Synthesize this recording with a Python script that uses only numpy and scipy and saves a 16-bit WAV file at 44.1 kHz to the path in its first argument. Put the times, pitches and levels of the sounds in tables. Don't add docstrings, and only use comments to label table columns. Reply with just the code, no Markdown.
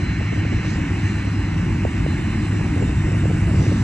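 import sys
import numpy as np
from scipy import signal
from scipy.io import wavfile
from scipy.ndimage import uniform_filter1d

SR = 44100
rng = np.random.default_rng(int(sys.argv[2]) if len(sys.argv) > 2 else 0)


def undo_db(level):
    steps = np.asarray(level, float) / 20
    return 10 ** steps


def master(y):
    cut = np.clip(np.atleast_2d(y).T, -1, 1)
    pcm = np.round(cut * 32767)
    wavfile.write(sys.argv[1], SR, pcm.astype(np.int16))


N = 168903

# frequency in Hz, level in dB per Hz.
MOAN_SPECTRUM = [(170, -31.5), (230, -18), (290, 2.5), (315, -7), (335, -14), (420, -20)]
# frequency in Hz, level in dB per Hz.
BUFFET_SPECTRUM = [(230, -26), (310, -4), (390, 1), (480, -5), (700, -11.5), (1000, -24.5), (1400, -28)]
# time in seconds, level in dB.
GUST_DB = [(0, -0.5), (.25, -4), (.5, 0.5), (.62, -9.5), (.8, 1), (.95, -8), (1.7, -2.5), (1.85, -3),
           (2.2, -4), (2.45, -6), (2.61, 6), (2.7, -2.5), (2.84, 8.5), (3.0, -6.5), (3.13, 5), (3.35, 0.5),
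           (3.63, 11.5), (3.8, -3.5)]
# start in seconds, peak level in dB.
POPS = [(0.357, -31), (0.45, -23), (0.531, -27.5), (0.756, -25.5), (0.865, -33.5), (1.12, -31.5),
        (1.85, -12.5), (2.062, -16.5), (2.531, -27), (2.61, -26), (2.761, -24.5), (2.824, -28),
        (2.932, -51.5), (3.115, -23.5), (3.254, -18), (3.541, -26), (3.596, -26), (3.664, -22)]
# frequency in Hz, level in dB per Hz.
RUMBLE_SPECTRUM = [(13, -30.5), (22, -52), (47, -3), (97, -0.5), (124, -4.5), (156, -2), (269, -12),
                   (306, -8.5), (480, -37.5), (620, -66.5), (1060, -120)]
# frequency in Hz, level in dB per Hz.
CORE_SPECTRUM = [(3000, -15.5), (3350, -1), (3950, 0), (4500, -1), (5200, -2), (6000, 1), (6800, -6.5),
                 (7300, -5.5)]
# frequency in Hz, turn in radians.
CORE_TURN_RAD = [(3300, -1.5), (3650, -2.2), (3900, -.3), (4400, -.6), (4900, 2.4), (6000, .9), (6800, .9),
                 (7100, 1.4)]
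# frequency in Hz, gain in dB.
CORE_RIGHT_DB = [(3300, 1.5), (4400, 2), (5000, 5.5), (5700, 5.5), (6000, -0.5), (7000, 8)]
# frequency in Hz, likeness from 0 to 1.
CORE_LIKENESS = [(3300, .3), (3900, .85), (4300, .5), (4700, .3), (5300, .65), (6000, .8), (7000, .7)]
# centre in seconds, half length in seconds, rise in dB.
AIR_SURGES = [
    (.705, .06, 5),
    (1.06, .08, 2),
    (3.71, .16, 5.5),
]
# frequency in Hz, level in dB per Hz.
TURBINE_SPECTRUM = [(6900, -14), (7400, -1), (7800, -3.5), (8110, 2), (8300, -5), (9100, -14.5),
                    (10250, -23.5), (11600, -34)]
# frequency in Hz, turn in radians.
TURBINE_TURN_RAD = [(7400, 1.4), (8100, 2.5), (8350, 3.14), (9000, 3.14), (9500, 3.8), (10200, 5.7),
                    (10500, 6.28)]
# frequency in Hz, likeness from 0 to 1.
TURBINE_LIKENESS = [(7400, .8), (8000, .93), (8350, .997), (8900, .997), (9300, .7), (10200, .7),
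                    (10600, .98)]
# time in seconds, level in dB.
WHINE_DB = [(0, -51), (.08, -45), (.2, -54), (.7, -51), (.78, -57.5), (.96, -63), (1.0, -52), (1.48, -52),
            (1.6, -63), (1.88, -60), (1.94, -56), (2.0, -64), (2.12, -46), (2.19, -60), (2.3, -51),
            (2.85, -59), (3.3, -65), (3.75, -57.5)]
# time in seconds, level in dB.
PAIR_DB = [(0, -62), (.8, -57.5), (1.8, -62.5), (2.0, -56), (2.5, -56), (2.65, -58.5), (2.9, -54),
           (3.3, -58), (3.45, -63.5), (3.76, -54), (3.83, -61)]
# time in seconds, fan level in dB, turbine level in dB.
ANGLE_DB = [(0, 2.5, -4), (.5, 3, -3.5), (1.04, 2, 0.5), (1.46, 0, -3), (1.7, -1, -2.5), (2.1, 1, 0.5),
            (2.9, -0.5, 1), (3.83, -1, 2)]
# frequency in Hz, level in dB per Hz.
FAN_SPECTRUM = [(280, -37), (480, -19), (552, -9.5), (831, -2.5), (1360, -4), (2010, 1), (2350, -3.5),
                (2820, -3), (3400, -21), (4420, -45), (7480, -120)]
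BLADE_HZ = [1529, 1824, 2238, 3227, 3598, 4964, 6277]
# level in dB, width in Hz, share of the fan fade.
BLADES = [(-54.5, 6, .3), (-51.5, 8, 1.5), (-54, 20, 2.6), (-66, 6, .1), (-64, 8, .1), (-70, 14, .1),
          (-72, 8, .1)]
BLADE_TURN_RAD = [-.2, -.3, -.7, -1.2, 2.6, 2, .6]


def evened(x):
    return x / np.sqrt(np.mean(x ** 2) + 1e-20)


def read(points, hz):
    f, value = np.transpose(points)
    return np.interp(np.log(hz + 1), np.log(f + 1), value)


def along(points, t, column=1):
    columns = np.transpose(points)
    return np.interp(t, columns[0], columns[column])


def wander(fastest_hz, t, slowest_hz=0.27):
    rates_hz = np.geomspace(slowest_hz, fastest_hz, 24)
    return evened(sum(np.sin(2 * np.pi * (f * t + rng.random())) / np.sqrt(f) for f in rates_hz))


def noise(shape, likeness, turn_rad, right_db, patchy_db, size=1024):
    frames = 4 * N // size + 5
    hz = np.fft.rfftfreq(size, 1 / SR)
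    a, b, c, d, patches = rng.standard_normal((frames, len(hz), 5)).T
    patches = uniform_filter1d(patches, size=9, axis=0)
    patches = evened(uniform_filter1d(patches, size=12, axis=1))

    same = read(likeness, hz)[:, None] if np.ndim(likeness) else likeness
    same = np.clip(same, 0, 1)
    left = a + 1j * b
    right = same * left + np.sqrt(1 - same ** 2) * (c + 1j * d)
    right = right * (undo_db(right_db(hz)) * np.exp(1j * turn_rad(hz)))[:, None]

    inside = (hz >= shape[0][0]) & (hz <= shape[-1][0])
    gain = undo_db(read(shape, hz)[:, None] + patchy_db * patches) * inside[:, None]
    z = np.array([left, right]) * gain
    return evened(signal.istft(z, nperseg=size, noverlap=size * 3 // 4)[1][:, :N])


def tone(hz, db, turn_rad, drift_hz=0.):
    drift = drift_hz * evened(uniform_filter1d(rng.standard_normal(N), size=2000))
    phase = 2 * np.pi * np.cumsum(hz + drift) / SR
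    return np.sqrt(2) * undo_db(db) * np.sin([phase, phase + turn_rad])


def pop(t, start_s, db):
    cycles = 3.6
    burst_hz = 467 + 14 * (db + 28)
    u = np.clip((t - start_s) * burst_hz / cycles, 0, 1)
    swell = np.sin(np.pi * u ** 0.92) ** 2
    return swell * np.sin(2 * np.pi * cycles * u * (1.3 - 0.6 * u))


def breeze(t):
    moan = noise(MOAN_SPECTRUM, 0.27, np.zeros_like, np.zeros_like, patchy_db=1.2)
    moan_db = -36 - 7 * np.maximum(t - 2.5, 0) + 1.8 * wander(20, t, 5.4)
    buffet = noise(BUFFET_SPECTRUM, 0.55, np.zeros_like, np.zeros_like, patchy_db=5.5, size=256)
    lumps_db = 3.2 * np.minimum(wander(60, t, 9.), 1.2)
    out = undo_db(moan_db) * moan + undo_db(-40 + along(GUST_DB, t) + lumps_db) * buffet

    right_lag_s, right_db = 0.0003, -4
    for start_s, db in POPS:
        for port in range(2):
            out[port] += undo_db(db + 4 + port * right_db) * pop(t, start_s + port * right_lag_s, db)
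    return out


def exhaust(t):
    rumble = noise(RUMBLE_SPECTRUM, 0.99, np.zeros_like, np.zeros_like, patchy_db=1.22, size=4096)
    rumble_db = -20 + 0.55 * (t - 2) + 0.16 * along(GUST_DB, t)
    drone = tone(101.5, -25.5 + 1.5 * wander(6, t), 0, 0.44)
    return undo_db(rumble_db) * rumble + drone


def core(t):
    surge_db = sum(db * np.exp(-((t - s) / half_s) ** 4) for s, half_s, db in AIR_SURGES)
    hiss = noise(CORE_SPECTRUM, CORE_LIKENESS, lambda hz: read(CORE_TURN_RAD, hz),
                 lambda hz: read(CORE_RIGHT_DB, hz), patchy_db=1.9)
    turbine = noise(TURBINE_SPECTRUM, TURBINE_LIKENESS, lambda hz: read(TURBINE_TURN_RAD, hz),
                    np.zeros_like, patchy_db=1.7)
    hiss_db = -49 + surge_db + 0.2 * along(ANGLE_DB, t)
    turbine_db = -49.5 + along(ANGLE_DB, t, column=2)
    return undo_db(hiss_db) * hiss + undo_db(turbine_db) * turbine


def compressors(t):
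    whine = tone(4061, along(WHINE_DB, t) + 1.2 * wander(25, t, 7.), -0.39, 3.1)
    beat_per_s, beat_peak_s = 9.05, 2.88
    beat = 2 * np.cos(np.pi * beat_per_s * (t - beat_peak_s))
    pair = tone(3644, along(PAIR_DB, t) - 0.5 + 1.2 * wander(19, t, 4.), -1.85, 3)
    return whine + beat * pair


def fan(t):
    lead_s, beam_hz, level_db = 56.5e-6, 1440, -36
    fade_db = along(ANGLE_DB, t)
    roar = noise(FAN_SPECTRUM, 0.87, lambda hz: -2 * np.pi * hz * lead_s,
                 lambda hz: -0.1 + 0 * hz, patchy_db=1.0)
    low = signal.sosfiltfilt(signal.butter(2, beam_hz, fs=SR, output="sos"), roar)
    beamed = roar - low

    tones = 0
    for hz, (db, width_hz, share), turn_rad in zip(BLADE_HZ, BLADES, BLADE_TURN_RAD):
        shimmer_db = 2.5 * wander(20, t, 4)
        tones = tones + tone(hz, db + share * fade_db + shimmer_db, turn_rad, width_hz / 2)
    tones = tones * undo_db([[-0.7], [0.7]])
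    return undo_db(level_db + 0.84 * (t - 1)) * low + undo_db(level_db + fade_db) * beamed + tones


def scene():
    t = np.arange(N) / SR
    return breeze(t) + exhaust(t) + core(t) + compressors(t) + fan(t)


def gate(x):
    gate_hz, gate_db, sheen_hz, sheen_db_per_s = 8330, -87, 8700, 0.7
    hz, t, z = signal.stft(x, SR, nperseg=1024, noverlap=512)
    z = z * undo_db((hz >= sheen_hz)[:, None] * sheen_db_per_s * t)
    power = abs(z[:, :512]) ** 2
    bands = power.reshape(2, 64, 8, -1).mean(2).repeat(8, axis=1)
    keep = (bands > undo_db(gate_db) ** 2) | (hz[:512, None] < gate_hz)
    keep = np.pad(keep, ((0, 0), (0, 1), (0, 0)))
    return signal.istft(z * keep, SR, nperseg=1024, noverlap=512)[1][:, :N]


def roll_off(x):
    return signal.sosfilt(signal.butter(12, 11590, fs=SR, output="sos"), x)


def record(dry):
    mono_hz = 210
    high = signal.butter(4, mono_hz, "high", fs=SR, output="sos")
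    side = signal.sosfilt(high, (dry[0] - dry[1]) / 2)
    mid, side = gate(np.array([dry.mean(0), side]))
    ramp = np.minimum(np.arange(N) / SR / 0.0014 + 0.84, 1)
    mix = np.array([mid + side, mid - side]) * ramp
    return roll_off(mix)


dry = scene()
out = record(dry)
master(out)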